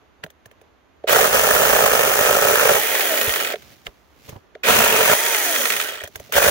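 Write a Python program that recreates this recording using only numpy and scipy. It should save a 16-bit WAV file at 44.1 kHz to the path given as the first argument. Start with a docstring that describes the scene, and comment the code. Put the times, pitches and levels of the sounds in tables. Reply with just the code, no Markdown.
"""First a plastic click with a low knock in quiet woodland, then a small battery chainsaw starts up close by.
It lops two dry branches and starts on a third: its teeth chop and snag, and branch and saw ring with them.
Once through the first two, the chain races, whines and coasts to a rattling stop.
Clicks, soft thuds, crackles underfoot and soft swishes lie between the cuts. Short bursts of shaped noise make
the contacts; fading sine waves make the knocks, and wavering tones tied to the chain speed make the whine.
"""
import sys
import numpy as np
from scipy import signal
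from scipy.fft import rfft, irfft, next_fast_len
from scipy.io import wavfile
from scipy.ndimage import uniform_filter1d, map_coordinates

SR = 44100
rng = np.random.default_rng(int(sys.argv[2]) if len(sys.argv) > 2 else 0)


def waveform_to_disk(signal):
    """Save audio, clipped to [-1, 1], as 16-bit WAV at the path in sys.argv[1]."""
    frames = np.transpose(np.atleast_2d(signal))
    scaled = np.clip(frames, -1, 1) * 32767
    samples = np.round(scaled).astype(np.int16)
    wavfile.write(sys.argv[1], SR, samples)


N = 286650
SECONDS = np.arange(N) / SR

# All levels in the tables are settings before the final mix.
# Soft swishes of cloth and leaves, and the woodland's echo as the saw stops:
# [loudest at t/s, level/dB, rise t/s, fall t/s]
SWISHES = [(3.58, -41.5, 0.065, 0.23), (3.725, -46.5, .03, 0.014), (3.866, -31, 0.0053, 0.0066),
           (4.295, -38, 0.056, 0.041), (6.16, -50, 0.023, 0.021), (6.25, -41.5, 0.13, 0.15)]
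# Tone of the swishes, and of the hush of the trees: [f/Hz, relative level/dB]
CLOTH = [(59, -55), (100, 0), (471, -13), (535, -10), (676, -12), (1010, -20), (2130, -12), (6700, -17.5),
         (8280, -26.5), (16000, -19)]
WOODS = [(12, -61.5), (20, -32), (70, 1), (134, -14.5), (293, -8.5), (527, -11.5), (897, -14),
         (1190, -14.5), (3440, -25.5), (5380, -35), (6540, -31.5), (8180, -49.5), (12400, -39.5),
         (16000, -51.5)]
# Soft thuds of the falling branch and of feet, and a low knock with the first click: [t/s, level/dB, f/Hz]
THUDS = [(0.242, -34, 166), (0.461, -47.5, 110), (3.277, -26, 103), (3.299, -32, 62.1), (3.881, -37, 45.45),
         (4.29, -34.5, 134.2), (4.327, -34, 96), (4.361, -33.5, 104), (6.038, -34, 87), (6.159, -37, 95.3),
         (6.199, -38, 79)]
# Tone of the dull puff in a thud: [f/Hz, relative level/dB]
THUD_PUFF = [(20, -29), (85, 0), (160, -4), (300, -5), (1000, -7.5), (4000, -43)]
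# Clicks of trigger, guard and slack chain, and small crackles underfoot:
# [t/s, snap level/dB, hollow knock level/dB, bright edge level/dB]
CLICKS = [(0.239, -16.5, -25.5, -34), (0.264, -37, -32, -50), (0.3033, -37, -47, -44.5),
          (0.4587, -35, -39, -40), (0.514, -41, -41, -51), (0.615, -42, -38, -51),
          (1.0407, -35.5, -14, -65), (3.538, -16.5, -12.5, -44), (3.5581, -22.5, -24, -40),
          (3.6237, -35, -44, -43), (3.8687, -16, -24.5, -40), (4.293, -33, -31, -31.5),
          (4.365, -42, -45, -64), (4.5531, -31, -24, -66), (6.015, -34, -25, -36),
          (6.0384, -22.5, -20.5, -25.5), (6.0758, -28.5, -30, -32), (6.1582, -21.5, -27, -25.5),
          (6.199, -32, -27, -33.5), (6.2917, -55, -31, -54), (6.324, -13.5, -22, -17)]
# Tone of a click: [f/Hz, relative level/dB]
CLICK_TONE = [(200, -17), (1100, 1), (1700, 10), (2500, 2.5), (3400, 3.5), (4500, -8.5), (7000, -17),
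              (16000, -50)]
# Hollow notes of the plastic housing: [f/Hz, level/dB, time to fade by 60 dB t/s]
HOUSING = [(396, -14, 0.13), (440, -0.5, 0.047), (564, 1, 0.038), (630.5, 0.5, 0.042), (715, -8.5, 0.057)]

# Pulls of the trigger: [pressed t/s, released t/s, chain stops t/s, rattle level/dB, sizzle level/dB,
#  sizzle left over right level/dB, chain speed at which the rattle is halved (links/s), the same for the
#  sizzle (links/s), housing drone level/dB, lift of the top fizz when not cutting level/dB]
PULLS = [(1.073, 2.905, 3.555, -27.5, -25, 0, 225, 296, -2, 4.5),
         (4.634, 5.315, 6.09, -27, -21.5, -0.5, 330, 345, -9.5, 0.5),
         (6.324, 6.6, 6.7, -26.5, -23.5, 2.5, 460, 230, -4.5, 5)]
# How strongly the drive sings, one value for each pull: [level/dB]
WHINE_DB = [-3, -2.5, -4]
# Rough tones of the drive: [multiple of the link rate, level/dB, width f/Hz]
DRIVE_TONES = [(.4, -39, 30), (.5, -35, 28), (.8, -39, 50), (1, -29.5, 28), (1.22, -40, 60), (1.5, -40, 70),
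               (2, -36.5, 55), (2.3, -32.5, 110), (2.75, -36.5, 90), (3.5, -39, 150)]
# How well the housing gives out those tones: [f/Hz, level/dB]
HORN = [(120, -24), (200, -7), (260, -5), (330, -9), (450, 0), (580, 1.2), (700, 1), (800, -4), (930, -3),
        (1100, -6), (1400, -1), (2000, 1), (2600, 0)]
# Tone of the chain's rattle, and of its bright sizzle: [f/Hz, relative level/dB]
RATTLE = [(100, -17.5), (250, -13.5), (420, 1), (620, 1), (850, -1), (1050, 1), (1400, 5), (1900, 3.5),
          (2200, 3.5), (2500, 0), (3400, 4.5), (5000, -7), (9000, -18), (16000, -29.5)]
SIZZLE = [(2000, -26), (4000, -6.5), (5200, -4), (6400, 5.5), (7700, -5.5), (8900, -2), (9900, -2),
          (11000, -0.5), (13000, -2.5), (14500, 0.5), (15600, 5.5)]
# Ringing notes of the steel bar: [f/Hz, width f/Hz, level/dB]
BAR = [(1345, 52, -7.5), (1542, 72, -4), (1855, 140, -3), (2120, 310, -2), (2482, 180, -2), (2940, 110, -2),
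       (3245, 77, -1.5)]
# Slaps of the slack chain on the bar as it runs free: [t/s, level/dB]
SLAPS = [(2.952, -14.5), (3.008, -13), (3.175, -14), (3.2131, -14.5), (3.294, -15.5), (3.3383, -16.5),
         (3.36, -16.5), (3.402, -17), (3.4474, -19.5), (3.472, -21), (3.521, -26), (5.2637, -15),
         (5.347, -14), (5.56, -14.5), (5.6553, -13.5), (5.7025, -13), (5.722, -16.5), (5.737, -18),
         (5.766, -19), (5.8, -15), (5.813, -18.5), (5.824, -21.5), (5.889, -21.5), (5.955, -31)]
# Resonances of the saw's shell and bar: [f/Hz, width f/Hz, lift level/dB]
SHELL = [(445, 64, 4.5), (590, 136, 3.5), (690, 32, 5), (1340, 180, 1.5), (1707, 44, 4.5), (1900, 66, 5.5),
         (2430, 120, 4.5), (6400, 460, -3), (8940, 760, 3), (15450, 500, -1.5)]
# The saw at the two microphone ports, three curves: [f/Hz, likeness from 0 to 1],
# [f/Hz, left over right level/dB] and [f/Hz, lead of the left port (radians)]
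ALIKE = [(60, 0.21), (350, 0.78), (700, 0.98), (1400, 0.55), (2800, 0.6), (5000, 0.053), (15000, .25)]
TILT = [(60, -3.5), (380, -7), (700, -2.5), (1300, -8.5), (2400, -6.5), (4400, 8), (8000, 19.5),
        (15000, -35)]
LEAD = [(200, -0.21), (400, -0.77), (700, -1.64), (1030, 1.35), (1550, 1.51), (2800, 1.76), (5000, 1.7),
        (9000, 0.83)]

# Cuts: [teeth enter t/s, entering takes t/s, out of the wood t/s, leaving takes t/s, bite level/dB,
#  shudder against bite level/dB, tooth noise against bite level/dB, then changes while cutting:
#  rattle level/dB, sizzle level/dB, sizzle left over right level/dB]
CUTS = [(1.082, 0.02988, 2.829, .11, -20, -18, -7, -2, 3.26, 5.4),
        (4.655, .045, 5.16, .025, -23.5, -13.5, -3.5, 3, 0.62, 7.3),
        (6.345, 0.0305, 6.7, .05, -21.5, -21, -10, 1, 2.6, 3)]
# Hard snags of the teeth, and one knock of the coasting chain: [t/s, level/dB]
SNAGS = [(1.095, -10.5), (1.13, -5), (1.16, -8), (1.192, -9.5), (1.213, -9), (1.243, -9), (1.264, -17),
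         (1.351, -18), (1.551, -8.5), (1.599, -20), (1.632, -11.5), (1.659, -11), (1.696, -10.5),
         (1.733, -12.5), (1.763, -10.5), (1.79, -11.5), (1.806, -11.5), (1.861, -6), (1.9925, -10.5),
         (2.1386, -14), (2.26, -8.5), (2.31, -12.5), (2.33, -14), (2.423, -9.5), (2.497, -14), (2.54, -13),
         (2.693, -8), (2.767, -14.5), (2.996, -12.5), (4.686, -8), (4.697, -9), (4.766, -14.5),
         (4.804, -11), (4.963, -13), (5.012, -16), (5.122, -13), (6.369, -10.5), (6.381, -12.5),
         (6.421, -11.5), (6.443, -10), (6.481, -11)]
# Moments when the hand eases off: [t/s, change of level/dB, half length t/s]
EASES = [(1.302, -5, 0.028), (1.898, -2.5, 0.015), (2.089, -1.5, 0.087), (2.385, -2, 0.074),
         (4.918, 0, 0.039), (6.405, -7, 0.014)]
# Tone of the bite, and of the low shudder: [f/Hz, relative level/dB]
BITE = [(150, -33.5), (300, -29.5), (400, 0.5), (580, 5.5), (760, -1.5), (1000, -2.5), (1300, 1),
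        (1750, -3), (2200, -19.5), (2600, -27.5), (4500, -19), (6400, -17), (8000, -26), (16000, -19.5)]
SHUDDER = [(20, -11), (52, -5.5), (80, 0), (150, 3.5), (210, 3), (300, -2), (600, -41)]
# Notes of each branch while the teeth are in it: [from t/s, to t/s, f/Hz, width f/Hz, level/dB]
BRANCH = [(1.3, 1.953, 52.7, 9.2, -26), (1.7, 2.9, 2290, 140, -18), (2.2, 2.722, 1286, 36, -13),
          (4.6, 5.004, 203, 29, -12.5), (4.675, 4.74, 203, 38, -4), (4.685, 4.803, 74, 45, -20),
          (4.6, 5.2, 448.5, 8.9, -11.5), (4.6, 5.2, 946, 46, -11.5), (4.6, 5.01, 2660, 180, -7.5),
          (5.04, 5.2, 1450, 310, -6), (6.3, 6.55, 75, 30, -14.5), (6.3, 6.55, 1460, 100, -5.5)]

# Chain speed in links per second: at the first jerk, and running free. Wood slows it by a share, after a lag.
JERK_RATE, FREE_RATE, SPIN_UP_S = 160, 940, .04
LOAD_SAG, INERTIA_S = .17, .04
# Coasting: time constant of the drag, and links per second lost each second to dry friction.
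COAST_S, FRICTION_PER_S = 1.0, 600
STOP_S = 0.024  # the last slide before standing still
LASH_DB, LASH_S = 8, 0.061  # extra loudness of the slack chain as it starts
# How steeply rattle and sizzle die as the chain slows (powers of speed), and the sizzle's slower start.
RATTLE_POWER, SIZZLE_POWER, SIZZLE_RISE_S = 2.24, 4.6, 0.034
RING_DB, RING_POWER = -5, 0.31  # bar ringing in the rattle, plainer as the chain slows
FIZZ_HZ = 10600  # the top fizz lies above this
# The teeth grab harder on entering, and again as the last fibres tear.
GRAB_DB, GRAB_S, TEAR_DB, TEAR_S = 3.5, 0.11, 3, 0.075
# The feed wavers at random; rattle and sizzle follow a share of its swings.
FEED_WAVER_DB, FEED_WAVER_HZ, FEED_SHARE = 0.52, 14, 0.79
SHUDDER_FADE_DB = 0.5  # lost from entering to breaking through
TOOTH_NOISE_HZ, TOOTH_NOISE_WIDTH_HZ = 2780, 850
BRANCH_FADE_S = 0.065  # a branch's ring sets in and dies over this time
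# Hollow knock with each snag: level against the snag, middle pitch, random spread as a share, fade by 60 dB.
KICK_DB, KICK_HZ, KICK_SPREAD, KICK_T60_S = -1, 560, .13, .024
# Splintering fibres: cracks per second, level against the bite, pitch and width.
SPLINTER_RATE, SPLINTER_DB, SPLINTER_HZ, SPLINTER_WIDTH_HZ = 170, -14, 3400, 3500
TOP_HZ = 15900  # near the top of the fade that removes the highest treble
FIRST_ONLY, PLUS_MINUS = np.array([[1], [0]]), np.array([[1], [-1]])  # how one sound feeds a pair


def amp(db):
    """Turn decibels into a multiplier."""
    return 10 ** (np.asarray(db) / 20)


def lean_right(db):
    """Turn the left down and the right up by this many dB."""
    return amp([[-db], [db]])


def unit(x):
    """Scale to an average (rms) strength of 1."""
    return x / np.sqrt(np.mean(x ** 2) + 1e-20)


def along(points, hz):
    """Read a curve of (Hz, value) points on a log pitch axis."""
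    f, value = np.transpose(points)
    return np.interp(np.log(hz + 1), np.log(f + 1), value)


def wobble(rate):
    """A smooth random curve with this many random points a second."""
    points = rng.standard_normal(int(N * rate / SR) + 4)
    return map_coordinates(points, [np.arange(N) * rate / SR])


def noise():
    """Two unrelated white noises, left and right."""
    return rng.standard_normal((2, N))


def smoothed(x, seconds):
    """Follow x with a lag, like a weight that cannot change speed at once."""
    keep = np.exp(-1 / (seconds * SR))
    return signal.lfilter([1 - keep], [1, -keep], x)


def filtered(x, response):
    """Change the strength and phase of x at each frequency."""
    size = next_fast_len(N + 8192)
    spectrum = rfft(x, size) * response(np.fft.rfftfreq(size, 1 / SR))
    return irfft(spectrum, size)[..., :N]


def mode(hz, centre_hz, width_hz):
    """Response of one resonance, which rings after each push; it is 1 at its centre."""
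    return 1j * hz * width_hz / (centre_hz ** 2 - hz ** 2 + 1j * hz * width_hz)


def body(x, spectrum, size=4096):
    """Give x this tone, with a filter of unit energy that rings only after each push."""
    log_gain = np.log(amp(along(spectrum, np.fft.rfftfreq(size, 1 / SR))))
    # folding the cepstrum forward in time makes the filter minimum phase
    cepstrum = irfft(log_gain)
    cepstrum[1:size // 2] *= 2
    cepstrum[size // 2 + 1:] = 0
    ring = irfft(np.exp(rfft(cepstrum)))
    return signal.oaconvolve(x, ring[None] / np.linalg.norm(ring), axes=1)[:, :N]


def bursts(times, gains, t60, rise=.001):
    """Noise that swells just before each contact and dies by 60 dB over t60 seconds."""
    places = np.clip(np.asarray(times) * SR, 0, N).astype(int)
    hits = np.bincount(places, np.square(gains), N + 1)[:N]
    power = signal.lfilter([1], [1, -10 ** (-6 / (t60 * SR))], hits)
    # smoothing backwards in time gives the swell
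    return noise() * np.sqrt(smoothed(power[::-1], rise)[::-1])


def contacts(rate, scatter, spread_db, t60):
    """Bursts at a moving rate, uneven in time and strength, evened out for the rate and scaled to rms 1."""
    turns = np.cumsum(rate) / SR
    chance = rng.standard_normal((int(turns[-1]), 2))
    uneven_turns = np.arange(len(chance)) + scatter * chance[:, 0]
    times = np.interp(uneven_turns, turns, SECONDS)
    strengths = amp(spread_db * np.minimum(chance[:, 1], 1.6))
    return unit(bursts(times, strengths, t60, rise=t60 / 40) / np.sqrt(rate))


def fading_note(hz, t60, attack, samples):
    """A sine that sets in over the attack time and dies by 60 dB over t60."""
    t = np.arange(samples) / SR
    return amp(-60 * t / t60) * np.sin(2 * np.pi * hz * t) * (1 - np.exp(-t / attack))


def add_at(track, start, sound):
    """Add a short sound to a track at a time in seconds."""
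    track[int(start * SR):][:len(sound)] += sound


def swishes():
    """Loudness of the soft swishes: each swells and dies away exponentially."""
    return sum(amp(db) * np.exp(-np.maximum((s - SECONDS) / rise, (SECONDS - s) / fall))
               for s, db, rise, fall in SWISHES)


def woodland():
    """Swishes of many tiny noise grains over a faint, wavering noise of trees, both stronger on the right."""
    grains = contacts(np.full(N, 500), scatter=0.97, spread_db=-1.0, t60=0.023)
    rustle = amp(-6.0) * swishes() * body(grains, CLOTH)
    hush = amp(-56.5 + 0.6 * wobble(9.8) + 0.53 * wobble(2.27)) * body(noise(), WOODS)
    both = rustle + hush
    # a little of each side leaks into the other
    return (both + 0.12 * both[::-1]) * lean_right(1.5)


def thuds():
    """Soft thuds, and the low knock with the first click: a short low note with a dull puff of noise."""
    s, db, _ = np.transpose(THUDS)
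    notes = np.zeros(N + SR)
    for start, level_db, hz in THUDS:
        add_at(notes, start, amp(level_db + 5.0) * fading_note(hz, 0.059, 0.0024, SR // 4))
    puffs = body(bursts(s, amp(db), t60=0.088, rise=0.003), THUD_PUFF)
    return (notes[:N] + amp(-3.5) * puffs) * lean_right(2)


def clicks_and_crackles():
    """Each click or crackle is a short snap with a bright edge and a hollow knock of fading notes."""
    s, db, knock_db, edge_db = np.transpose(CLICKS)
    snap = bursts(s, amp(db), t60=.008, rise=.0006)
    tail = bursts(s, amp(db), t60=0.032, rise=0.0014)
    clicks = body(amp(-1.5) * snap + amp(-12) * tail, CLICK_TONE)
    edges = amp(1) * body(bursts(s, amp(edge_db), t60=0.038, rise=0.00031), SIZZLE)
    knocks, t = np.zeros(N + SR), np.arange(SR // 5) / SR
    for start, strength_db in zip(s, knock_db):
        # each knock mixes the notes a little differently
        ring = sum(amp(db + rng.normal(0, 2.0) - 60 * t / t60)
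                   * np.sin(2 * np.pi * (hz * t + rng.random())) for hz, db, t60 in HOUSING)
        add_at(knocks, start, amp(strength_db - 6.5) * ring * (1 - np.exp(-t / 0.0023)))
    return edges + (clicks + knocks[:N]) * lean_right(1.5)


def ports(pair):
    """The saw reaches the two ports with its own likeness, level and phase at each frequency."""
    def turn(hz):
        return np.arccos(np.clip(along(ALIKE, hz), 0, 1)) / 2

    def half(hz):
        return amp(along(TILT, hz) / 2) * np.exp(.5j * along(LEAD, hz))

    shared, apart = filtered(pair, lambda hz: np.array([np.cos(turn(hz)), np.sin(turn(hz))]))
    left_right = np.array([shared + apart, shared - apart])
    return filtered(left_right, lambda hz: np.array([half(hz), 1 / half(hz)]))


def shell(x):
    """The resonances of shell and bar lift or dip narrow bands of the sound."""
    return filtered(x, lambda hz: 1 + sum((amp(db) - 1) * mode(hz, c, w) for c, w, db in SHELL))


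def in_wood():
    """How fully the teeth are engaged, 0 to 1: one row for each cut."""
    return np.array([np.clip((SECONDS - enter) / sink, 0, 1) * np.clip((out - SECONDS) / leave, 0, 1)
                     for enter, sink, out, leave, *_ in CUTS])


def feed():
    """How hard the saw is pressed into the wood, in dB about its usual force."""
    grabs = sum(GRAB_DB * np.exp(-abs(SECONDS - enter) / GRAB_S)
                + TEAR_DB * np.exp(-abs(SECONDS - out) / TEAR_S) for enter, _, out, *_ in CUTS)
    eases = sum(db * np.exp(-((SECONDS - s) / half) ** 2) for s, db, half in EASES)
    return grabs + eases + FEED_WAVER_DB * wobble(FEED_WAVER_HZ)


def motor(load):
    """Each pull spins the chain up, wood slows it, and drag and friction let it coast to a stop."""
    links, gains = np.zeros(N), np.zeros((6, N))
    sag = LOAD_SAG * smoothed(load, INERTIA_S)
    for pull, whine_db in zip(PULLS, WHINE_DB):
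        pressed, released, stop, rattle_db, sizzle_db, side_db, *rest = pull
        rattle_rate, sizzle_rate, drone_db, fizz_db = rest
        age = np.maximum(SECONDS - pressed, 0)
        running = (SECONDS > pressed) * np.clip((stop - SECONDS) / STOP_S, 0, 1)
        driven = (FREE_RATE - (FREE_RATE - JERK_RATE) * np.exp(-age / SPIN_UP_S)) * (1 - sag)
        coast = np.exp(-np.maximum(SECONDS - released, 0) / COAST_S)
        rate = np.maximum(driven * coast - FRICTION_PER_S * COAST_S * (1 - coast), 20)
        lash_db = LASH_DB * np.exp(-age / LASH_S)
        rattle = amp(rattle_db + lash_db) / (1 + (rattle_rate / rate) ** RATTLE_POWER)
        sizzle_start = 1 - np.exp(-age / SIZZLE_RISE_S)
        sizzle = amp(sizzle_db + lash_db / 2) * sizzle_start / (1 + (sizzle_rate / rate) ** SIZZLE_POWER)
        links += (running > 0) * rate
        settings = rattle, sizzle, amp(whine_db), amp(drone_db), fizz_db, side_db
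        gains += running * np.array(np.broadcast_arrays(*settings))
    # link rate, gains of rattle, sizzle, whine and drone, then fizz dB and sizzle left over right dB
    return np.maximum(links, 20), *uniform_filter1d(gains, size=300, axis=1)


def whine(links, bounce):
    """The drive sings at multiples of the link rate; the lashing chain smears each tone and breaks it up."""
    uneven_rate = links * (1 + .016 * wobble(160) + .007 * wobble(22))
    phase = 2 * np.pi * np.cumsum(uneven_rate) / SR
    tones = sum(amp(db) * (wobble(width) * np.sin(k * phase) + wobble(width) * np.cos(k * phase))
                for k, db, width in DRIVE_TONES)
    drive = np.clip((links - 200) / 450, 0, 1) * unit(amp(1.2 * bounce))
    return filtered(tones * drive, lambda hz: amp(along(HORN, hz))) * lean_right(2)


def ringing(rate):
    """Links strike the bar so that each of its notes has its own rhythm, and swells and fades by itself."""
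    notes = 0
    for centre, width, db in BAR:
        strikes = contacts(rate, scatter=.8, spread_db=2.5, t60=.003)
        note = unit(filtered(strikes, lambda hz: mode(hz, centre, width)))
        notes = notes + amp(db + 3 * wobble(9)) * note
    return unit(notes)


def slaps():
    """Each hard slap is a clack that rings the bar, with a bright spit of the links."""
    s, db = np.transpose(SLAPS)
    blows = bursts(s, amp(db), t60=0.041, rise=0.00054)
    ring = filtered(blows, lambda hz: sum(amp(level) * mode(hz, c, w) for c, w, level in BAR))
    clack = ports(amp(8.5) * ring + amp(-10.5) * body(blows, RATTLE))
    return clack + amp(-12.5) * body(blows, SIZZLE)


def housing_response(hz):
    """The housing's hollow notes; a longer fade means a narrower resonance."""
    return sum(amp(db) * mode(hz, centre, np.log(1000) / np.pi / t60) for centre, db, t60 in HOUSING)


def chain(links, bounce, rattle_gain, sizzle_gain, drone_gain, fizz_db, free_side_db, engaged):
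    """Links tick and scrape along the bar; the slack chain flaps, rings the bar and drums on the housing."""
    rattle_db, sizzle_db, side_db = np.transpose(CUTS)[-3:] @ engaged
    shake = amp(1.1 * bounce)
    ticks = contacts(links, scatter=0.31, spread_db=1.5, t60=0.0092)
    flaps = contacts(links / 6, scatter=.7, spread_db=2.5, t60=.02)
    drag = amp(-0.5) * noise()
    clatter = body(unit((ticks + amp(-2.5) * flaps + drag) * shake), RATTLE)
    slow_lift = (FREE_RATE / np.maximum(links, JERK_RATE)) ** RING_POWER
    ring = amp(RING_DB) * slow_lift * ringing(links / 3)
    drone = drone_gain * unit(filtered(ticks, housing_response))
    rattle = amp(1 + rattle_db) * rattle_gain * (clatter + ring + amp(-4.5) * drone)

    scrape = contacts(links / 2, scatter=.3, spread_db=3, t60=.011)
    rubbing = (scrape + amp(-3.5) * flaps + amp(-0.5) * noise()) * np.sqrt(shake)
    sizzle = amp(4.0 + sizzle_db) * sizzle_gain * body(unit(rubbing), SIZZLE)
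    fizz = filtered(sizzle, lambda hz: 1 - 1 / (1 + (hz / FIZZ_HZ) ** 20))
    # the top fizz is lifted only while the chain is out of the wood
    sizzle = sizzle + (amp(fizz_db * (1 - engaged.sum(axis=0))) - 1) * fizz
    return ports(rattle) + sizzle * amp((free_side_db + side_db) * PLUS_MINUS / 2)


def kicks():
    """Each snag, and the coasting chain's knock, jerks the saw: a brief hollow note at a random pitch."""
    knocks = np.zeros(N + SR)
    for (start, db), chance in zip(SNAGS, rng.standard_normal(len(SNAGS))):
        hz = KICK_HZ * np.exp(KICK_SPREAD * chance)
        add_at(knocks, start, amp(db + KICK_DB) * fading_note(hz, KICK_T60_S, .0012, SR // 20))
    return knocks[:N] * FIRST_ONLY


def splinters():
    """Dry fibres give tiny sharp cracks at uneven moments, of very uneven size."""
    cracks = contacts(np.full(N, SPLINTER_RATE), scatter=1, spread_db=5, t60=.002)
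    tone = filtered(cracks, lambda hz: mode(hz, SPLINTER_HZ, SPLINTER_WIDTH_HZ))
    return amp(SPLINTER_DB) * unit(tone)


def branch_ring(push):
    """The pushes of the teeth set off each branch's own notes while they are in it."""
    rings = 0
    for start, end, centre, width, db in BRANCH:
        fade = np.clip(np.minimum(SECONDS - start, end - SECONDS) / BRANCH_FADE_S, 0, 1)
        note = unit(filtered(push, lambda hz: mode(hz, centre, width)))
        rings = rings + amp(db) * fade * note
    return rings


def cutting(links, bounce, engaged, feed_db):
    """Every second link carries a tooth; they bite hardest as the bar bounces down, shaking saw and branch."""
    teeth = contacts(links / 2, scatter=0.13, spread_db=4, t60=0.005)
    jolts = contacts(links / 7, scatter=0.4, spread_db=1.5, t60=0.008)
    chop = unit((teeth + amp(-1) * jolts) * amp(2.8 * bounce))
    enter, _, out, _, bite_db, shudder_db, tooth_noise_db, *_ = np.transpose(CUTS)
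    forces = amp(bite_db)[:, None] * engaged * amp(feed_db)
    force = forces.sum(axis=0)
    bite = amp(-0.5) * force * body(chop, BITE)

    # the branch shudders a little less as the cut deepens
    depth = np.clip((SECONDS - enter[:, None]) / (out - enter)[:, None], 0, 1)
    shudder_gain = amp(shudder_db) @ (forces * amp(-SHUDDER_FADE_DB * depth))
    shudder = shudder_gain * (body(chop, SHUDDER) + amp(-7) * bounce * FIRST_ONLY)

    # a rough, wide band of tooth noise around 2.8 kHz, spread to both sides
    band = unit(filtered(chop[1], lambda hz: mode(hz, TOOTH_NOISE_HZ, TOOTH_NOISE_WIDTH_HZ) ** 2))
    tooth_noise = (amp(tooth_noise_db) @ forces) * band * PLUS_MINUS
    wood = force * (branch_ring(chop[0]) * lean_right(2) + splinters())

    s, db = np.transpose(SNAGS)
    tugs = bursts(s, amp(db), t60=0.033, rise=0.0006)
    snags = amp(-4) * body(tugs, BITE) + amp(-11.5) * body(tugs, RATTLE)
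    bright_snags = amp(-16) * body(tugs, SIZZLE)
    return ports(bite + shudder + snags + kicks()) + wood + tooth_noise + bright_snags


def scene():
    """The saw in front of the microphone, with the woodland around it."""
    engaged, feed_db = in_wood(), feed()
    load = engaged.sum(axis=0)
    links, rattle_gain, sizzle_gain, whine_gain, drone_gain, fizz_db, side_db = motor(load)
    # the running chain bounces the bar about once in fifteen links
    bounce_rate = links / 15 * (1 + .08 * wobble(25))
    bounce = np.cos(2 * np.pi * np.cumsum(bounce_rate) / SR)
    steel = chain(links, bounce, rattle_gain, sizzle_gain, drone_gain, fizz_db, side_db, engaged)
    steel = steel * amp(FEED_SHARE * load * feed_db)
    saw = shell(steel + slaps() + cutting(links, bounce, engaged, feed_db))
    saw = saw + whine_gain * whine(links, bounce)
    return woodland() + thuds() + clicks_and_crackles() + saw


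def record(dry):
    """Round off peaks near full scale, then fade out the treble just below 16 kHz."""
    held = dry / (1 + np.abs(dry / .9) ** 4) ** .25
    return filtered(held, lambda hz: np.clip((TOP_HZ + 100 - hz) / 300, 0, 1) ** 2)


dry = scene()
out = record(dry)
waveform_to_disk(out)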